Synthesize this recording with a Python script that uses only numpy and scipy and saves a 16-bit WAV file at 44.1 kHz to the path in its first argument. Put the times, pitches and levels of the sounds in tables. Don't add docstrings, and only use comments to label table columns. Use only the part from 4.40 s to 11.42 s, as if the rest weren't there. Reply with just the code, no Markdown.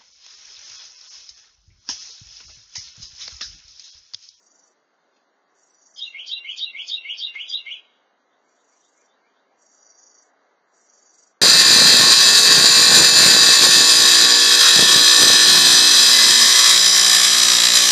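import sys
import numpy as np
from scipy import signal
from scipy.fft import rfft, irfft
from scipy.io import wavfile
from scipy.ndimage import uniform_filter1d

SR = 44100
rng = np.random.default_rng(int(sys.argv[2]) if len(sys.argv) > 2 else 0)


def makeup_ratio(level_db):
    decades = np.asarray(level_db, float) / 20
    return 10 ** decades


def bounce(signal):
    frames = np.transpose(np.atleast_2d(signal))
    limited = np.clip(frames, -1, 1)
    pcm = np.round(limited * 32767).astype(np.int16)
    wavfile.write(sys.argv[1], SR, pcm)


N = 309384


def rms_one(x):
    return x / np.sqrt(np.mean(x ** 2) + 1e-20)


def drift(rate, count=N):
    knots = rng.standard_normal(int(count / SR * 400) + 402)
    r = np.exp(-2 * np.pi * min(rate, 150) / 400)
    slow = signal.lfilter([1], [1, -2 * r, r * r], knots)[400:]
    return np.interp(np.arange(count) * 400 / SR, np.arange(len(slow)), rms_one(slow))


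def resonance(x, hz, width_hz):
    r = np.exp(-np.pi * width_hz / SR)
    poles = [1, -2 * r * np.cos(2 * np.pi * hz / SR), r * r]
    return signal.lfilter(np.array([1, 0, -1]) * (1 - r * r) / 2, poles, x)


def echoes(x, t60, gap_s, grain_db):
    t = np.arange(SR) / SR
    decay_db = grain_db * rng.standard_normal(SR) - 60 * t / t60
    tail = rng.standard_normal(SR) * makeup_ratio(decay_db) * (1 - np.exp(-t / gap_s))
    return signal.fftconvolve(x, tail / np.sqrt(np.sum(tail ** 2)))[:N]


def split(x, hz, kind):
    return signal.sosfilt(signal.butter(4, hz, kind, fs=SR, output="sos"), x)


ROAD_DB = -68.5
# (nearest time [s], distance over speed [s], level [dB])
PASSING_CARS = [(2.8, 1, -69.5), (5.802, 0.69, -66.5)]
# (frequency [Hz], density [dB per Hz])
TRAFFIC_COLOUR = [(35, -68), (60, -35), (281, -3), (450, -6.5), (705, -4.5), (861, -7.5), (1540, -9.5),
                  (2120, -15),
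                  (2300, -24), (4820, -20), (5230, -21.5), (6780, -24.5), (7200, -46.5), (9360, -73),
              (15800, -120)]


def traffic(patchy_db=1.0):
    t = np.arange(N) / SR
    hz = np.maximum(np.fft.rfftfreq(N, 1 / SR), 1)
    colour = np.array(TRAFFIC_COLOUR)
    density_db = np.interp(np.log(hz), np.log(colour[:, 0]), colour[:, 1])
    spectrum = rfft(rng.standard_normal(N)) * makeup_ratio(density_db)
    scale = 1 / np.std(irfft(spectrum * (hz > 250) * (hz < 1300), N))
    cars = sum(makeup_ratio(2 * db) / (1 + ((t - s) / away_s) ** 2) for s, away_s, db in PASSING_CARS)
    road = np.sqrt(makeup_ratio(2 * ROAD_DB) + cars)
    bass = irfft(spectrum * (hz < 380), N) * makeup_ratio(-70.5)
    middle = irfft(spectrum * (hz >= 380) * (hz < 2300), N) * road * makeup_ratio(0.5 * drift(3))
    top = irfft(spectrum * (hz >= 2300), N) * makeup_ratio(-68.5 + patchy_db * drift(3.9))
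    return scale * (bass + middle + top)


# (start [s], end [s], first level [dB], last level [dB], moment of one throb [s])
RASP_BURSTS = [(-.25, 0.283, -64.5, -63, .114), (1.172, 1.692, -65, -58.5, 1.468),
               (4.085, 4.67, -72.5, -68.5, 4.656), (5.225, 5.834, -61, -57, 5.672),
               (6.359, 6.872, -63, -58.5, 6.876)]
# (frequency [Hz], width [Hz], level [dB])
BODY_CAVITY = [(4673, 410, -11.5), (5784, 600, -1), (6040, 420, -6), (6706, 640, -3), (7600, 600, -10)]
RASP_BULGE_DB, RASP_RISE_DB_PER_S, RASP_FALL_DB_PER_S = 4, 361, 345
THROB_STARTS = 0.45


def cicada(clicks_per_s=900, throb_hz=25.17, throb_db=7.5):
    clicks = (rng.random(N) < clicks_per_s / SR) * rng.standard_normal(N)
    clicks = clicks + 0.16 * rng.standard_normal(N)
    body = np.zeros(N)
    for k, (hz, width_hz, db) in enumerate(BODY_CAVITY):
        ring = resonance(resonance(clicks, hz, width_hz), hz, width_hz)
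        body += makeup_ratio(db) * rms_one(ring) * (-1) ** k
    t = np.arange(N) / SR
    turns = np.cumsum(throb_hz * (1 + 0.037 * drift(2.7))) / SR
    gain = np.zeros(N)
    for start, end, first_db, last_db, throb_s in RASP_BURSTS:
        done = np.clip((t - start) / (end - start), 0, 1)
        db = first_db + (last_db - first_db) * done + RASP_BULGE_DB * np.sin(np.pi * done)
        db -= RASP_RISE_DB_PER_S * np.maximum(start - t, 0)
        db -= RASP_FALL_DB_PER_S * np.maximum(t - end, 0)
        depth_db = throb_db * (THROB_STARTS + (1 - THROB_STARTS) * done)
        throb = np.cos(2 * np.pi * (turns - turns[int(throb_s * SR)]))
        gain += makeup_ratio(db - 1.65 + depth_db * throb)
    return rms_one(body * makeup_ratio(1.5 * drift(22))) * gain


# (time [s], peak level [dB], centre [Hz], decay t60 [s])
TWIG_SNAPS = [(0.759, -52.5, 3490, 0.12), (2.946, -31, 1500, 0.074), (3.255, -36.5, 1500, 0.05)]


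def twigs():
    out = np.zeros(N)
    t = np.arange(SR // 10) / SR
    for s, db, hz, t60 in TWIG_SNAPS:
        at = int(s * SR)
        snap = makeup_ratio(db - 60 * t / t60) * np.minimum(t / 0.006, 1) * rng.standard_normal(len(t))
        out[at:at + len(t)] += resonance(snap, hz, hz)
    return out


# (onset [s], loudest [s], end [s], level [dB], edges below top [dB])
PHRASE_NOTES = [
    (-.176, -.162, -.148, -30, 20),
    (-.172, -0.12, -0.075, -23, 24.5),
    (-.092, -0.068, -0.042, -31.5, 16),
    (-.002, 0.005, .040, -31, 13.5),
    (0.029, 0.048, 0.11, -29.5, 22.5),
]
# (time [s], pitch [Hz])
PITCH_GLIDES = [
    [(-.176, 6965), (-.164, 4808), (-.154, 4417), (-.148, 1623)],
    [(-.172, 3543), (-.142, 3089), (-.125, 3624), (-.100, 3927), (-.080, 4006)],
    [(-.092, 2901), (-.065, 2762), (-.025, 2805)],
    [(-.006, 2099), (.012, 2160), (.028, 2315), (.040, 2516)],
    [(.030, 2601), (.044, 2772), (.068, 3432), (.090, 2564), (.102, 2450)],
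]
SWELL_CURVE = 1.3
WOBBLE, HOARSE, FLUTTER_DB = 0.012, 3.1, 1.5


def sing_phrase(out, start_s, efforts_db, overtone_db=-33):
    for note, glide, effort_db in zip(PHRASE_NOTES, PITCH_GLIDES, efforts_db):
        onset, top, end, top_db, edge_db = note
        t = np.arange(onset, end, 1 / SR)
        swell_db = top_db - edge_db * np.interp(t, [onset, top, end], [1, 0, 1]) ** SWELL_CURVE
        shake = drift(130, count=SR // 4)[:len(t)]
        pitch = uniform_filter1d(np.interp(t, *np.transpose(glide)), size=200, mode="nearest")
        wobble = WOBBLE * shake * (1 + HOARSE * (pitch > 4200))
        phase = 2 * np.pi * np.cumsum(pitch * (1 + wobble)) / SR
        flutter_db = FLUTTER_DB * drift(140, count=SR // 4)[:len(t)]
        tone = np.sin(phase) + makeup_ratio(overtone_db) * np.sin(2 * phase)
        at = int((start_s + onset) * SR)
        out[at:at + len(t)] += makeup_ratio(swell_db + effort_db + flutter_db) * tone * np.sqrt(2)


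# (time [s], level [dB])
FAR_PHRASES = [(4.061, -48.5), (4.318, -48.5), (4.577, -43.5), (4.84, -42.5), (5.102, -46.5)]


def far_wren():
    dry = np.zeros(N)
    for s, level_db in FAR_PHRASES:
        sing_phrase(dry, s - 0.008, level_db + np.array([-7, -2.0, -5, 7.0, -7]))
    return echoes(dry, 0.13, gap_s=0.008, grain_db=6)


# (time [s], effort [dB], chip level [dB], dip level [dB], low note level [dB])
NEAR_PHRASES = [(1.745, -5.5, -7.5, -3.5, -3), (2.045, -1.5, -4.5, -0.8, -4.5), (2.347, -1.5, -2, -2, -0.5),
                (2.651, 0, -0.5, -1.5, 0), (2.955, -2, -1, -0.1, 1.2), (3.264, -1.9, -0.5, -5.5, 0.76)]
ARCH_FOLLOWS, ARCH_LIFT_DB = 0.85, 1.5
PORCH_T60_S, PORCH_DB = 0.15, -2
PORCH_TREBLE_T60_S, PORCH_TREBLE_DB = 0.11, 1.5
YARD_T60_S, YARD_DB = 0.99, -26.5


def wren():
    dry = np.zeros(N)
    for s, effort_db, chip_db, dip_db, low_db in NEAR_PHRASES:
        arch_db = ARCH_FOLLOWS * effort_db + ARCH_LIFT_DB
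        sing_phrase(dry, s, [chip_db, effort_db, dip_db, low_db, arch_db])
    low, high = split(dry, 4200, "low"), split(dry, 4200, "high")
    porch = makeup_ratio(PORCH_DB) * echoes(low, PORCH_T60_S, gap_s=0.0037, grain_db=8.5)
    porch += makeup_ratio(PORCH_TREBLE_DB) * echoes(high, PORCH_TREBLE_T60_S, gap_s=0.003, grain_db=6)
    yard = makeup_ratio(YARD_DB) * echoes(dry, YARD_T60_S, gap_s=0.062, grain_db=-0.5)
    return dry + porch + yard


def scene():
    dip = signal.butter(2, [4930, 5480], "bandstop", fs=SR, output="sos")
    far = signal.sosfilt(dip, traffic() + cicada())
    return (far + far_wren() + twigs() + wren())[None]


CAMERA_SR = 16000
BAND_EDGES = [*range(0, 88, 8), *range(88, 196, 12), *range(196, 260, 16), *range(260, 320, 20),
              *range(320, 368, 24),
              368, 396, 424, 456, 492, 532, 572, 616, 664, 716, 772, 832, 880, 960, 1024]
# (frequency [Hz], step over band level [dB])
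ROUNDING_STEP = [(60, 12), (140, 10), (210, 2), (500, 0), (1800, 6.8), (2500, 9.5), (5400, 9.5), (5700, 8)]


def camera_rounding(x, jitter, size, busy_db=-52.0, faint_db=-76):
    n = np.arange(2 * size)
    lead = 2 * size - (593 + 448 * (size < 1024)) % size
    angles = np.pi / size * np.outer(n + 0.5 + size / 2, np.arange(size) + 0.5)
    basis = np.cos(angles) * np.sqrt(2 / size)
    window = signal.windows.kaiser_bessel_derived(2 * size, 4 * np.pi)
    padded = np.pad(x, (lead, 3 * size))
    lines = np.lib.stride_tricks.sliding_window_view(padded, 2 * size)[::size] * window @ basis
    edges = np.unique(np.array(BAND_EDGES) * size // 1024 // 4 * 4)
    widths = np.diff(edges)
    hz = (edges[:-1] + widths / 2) * 8000 / size
    band_db = 10 * np.log10(np.add.reduceat(lines ** 2, edges[:-1], axis=1) / widths + 1e-20)
    mask_db, spread_db = -11, 7
    bands = np.arange(len(widths))
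    apart = np.abs(np.subtract.outer(bands, bands))
    hiding_db = np.where(apart > 0, mask_db - spread_db * (apart - 1), 0)
    masked_db = (band_db[:, None] + hiding_db).max(axis=2)
    luck = jitter[:len(lines), :len(widths)]
    step_hz, over_db = np.array(ROUNDING_STEP).T
    step_db = masked_db + np.interp(np.log(hz), np.log(step_hz), over_db) + luck
    step_db -= 0.19 * np.maximum(band_db + 60, 0) * np.where(hz < 4150, 1, 0.7)
    treble_db = band_db[:, hz > 2500].max(axis=1, keepdims=True)
    step_db = np.where(hz > 4150, np.maximum(step_db, treble_db - 29 + luck), step_db)
    starved = (hz > 6900) & ((treble_db + luck > busy_db) | (band_db < faint_db))
    step = np.repeat(makeup_ratio(step_db + 60 * starved), widths, axis=1)
    rounded = np.floor((np.abs(lines) / step) ** 0.75 + 0.4054) ** (4 / 3)
    lines = np.sign(lines) * step * rounded
    halves = (lines @ basis.T * window).reshape(-1, 2, size)
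    joined = halves[1:, 0] + halves[:-1, 1]
    return joined.ravel()[lead - size:][:len(x)]


# (low [Hz], high [Hz])
ENVELOPE_BANDS = [(1800, 2450), (4200, 7000)]


def follow_envelope(rounded, source, share=0.52, slack_db=6.5):
    hz = np.fft.rfftfreq(len(rounded), 1 / CAMERA_SR)
    out = rounded.copy()
    for low, high in ENVELOPE_BANDS:
        band = (hz > low) * (hz < high)
        smeared = irfft(rfft(rounded) * band, len(rounded))
        true = irfft(rfft(source) * band, len(source))
        ratio = uniform_filter1d(smeared ** 2, size=320) / uniform_filter1d(true ** 2, size=320)
        excess_db = 10 * np.log10(ratio + 1e-9)
        out += smeared * (makeup_ratio(-share * np.maximum(excess_db - slack_db, 0)) - 1)
    return out


SHORT_MOMENTS = [1.525]


def camera(x):
    x = signal.resample_poly(x, 160, 441)
    jitter_db = 3 * rng.standard_normal((len(x) // 128 + 8, len(BAND_EDGES)))
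    t = np.arange(len(x)) / CAMERA_SR
    short = sum(np.clip((0.038 - np.abs(t - s)) / 0.004, 0, 1) for s in SHORT_MOMENTS)
    long_blocks = follow_envelope(camera_rounding(x, jitter_db, size=1024), x)
    x = (1 - short) * long_blocks + short * camera_rounding(x, jitter_db, size=128)
    return np.pad(signal.resample_poly(x, 441, 160), (0, 8))[None, :N]


def top_cut(x):
    return signal.sosfilt(signal.butter(12, 8830, fs=SR, output="sos"), x)


def record(dry):
    bass_cut = signal.butter(2, 150, "high", fs=SR, output="sos")
    mix = camera(signal.sosfilt(bass_cut, dry[0]))
    return top_cut(mix)


dry = scene()
out = record(dry)
bounce(out)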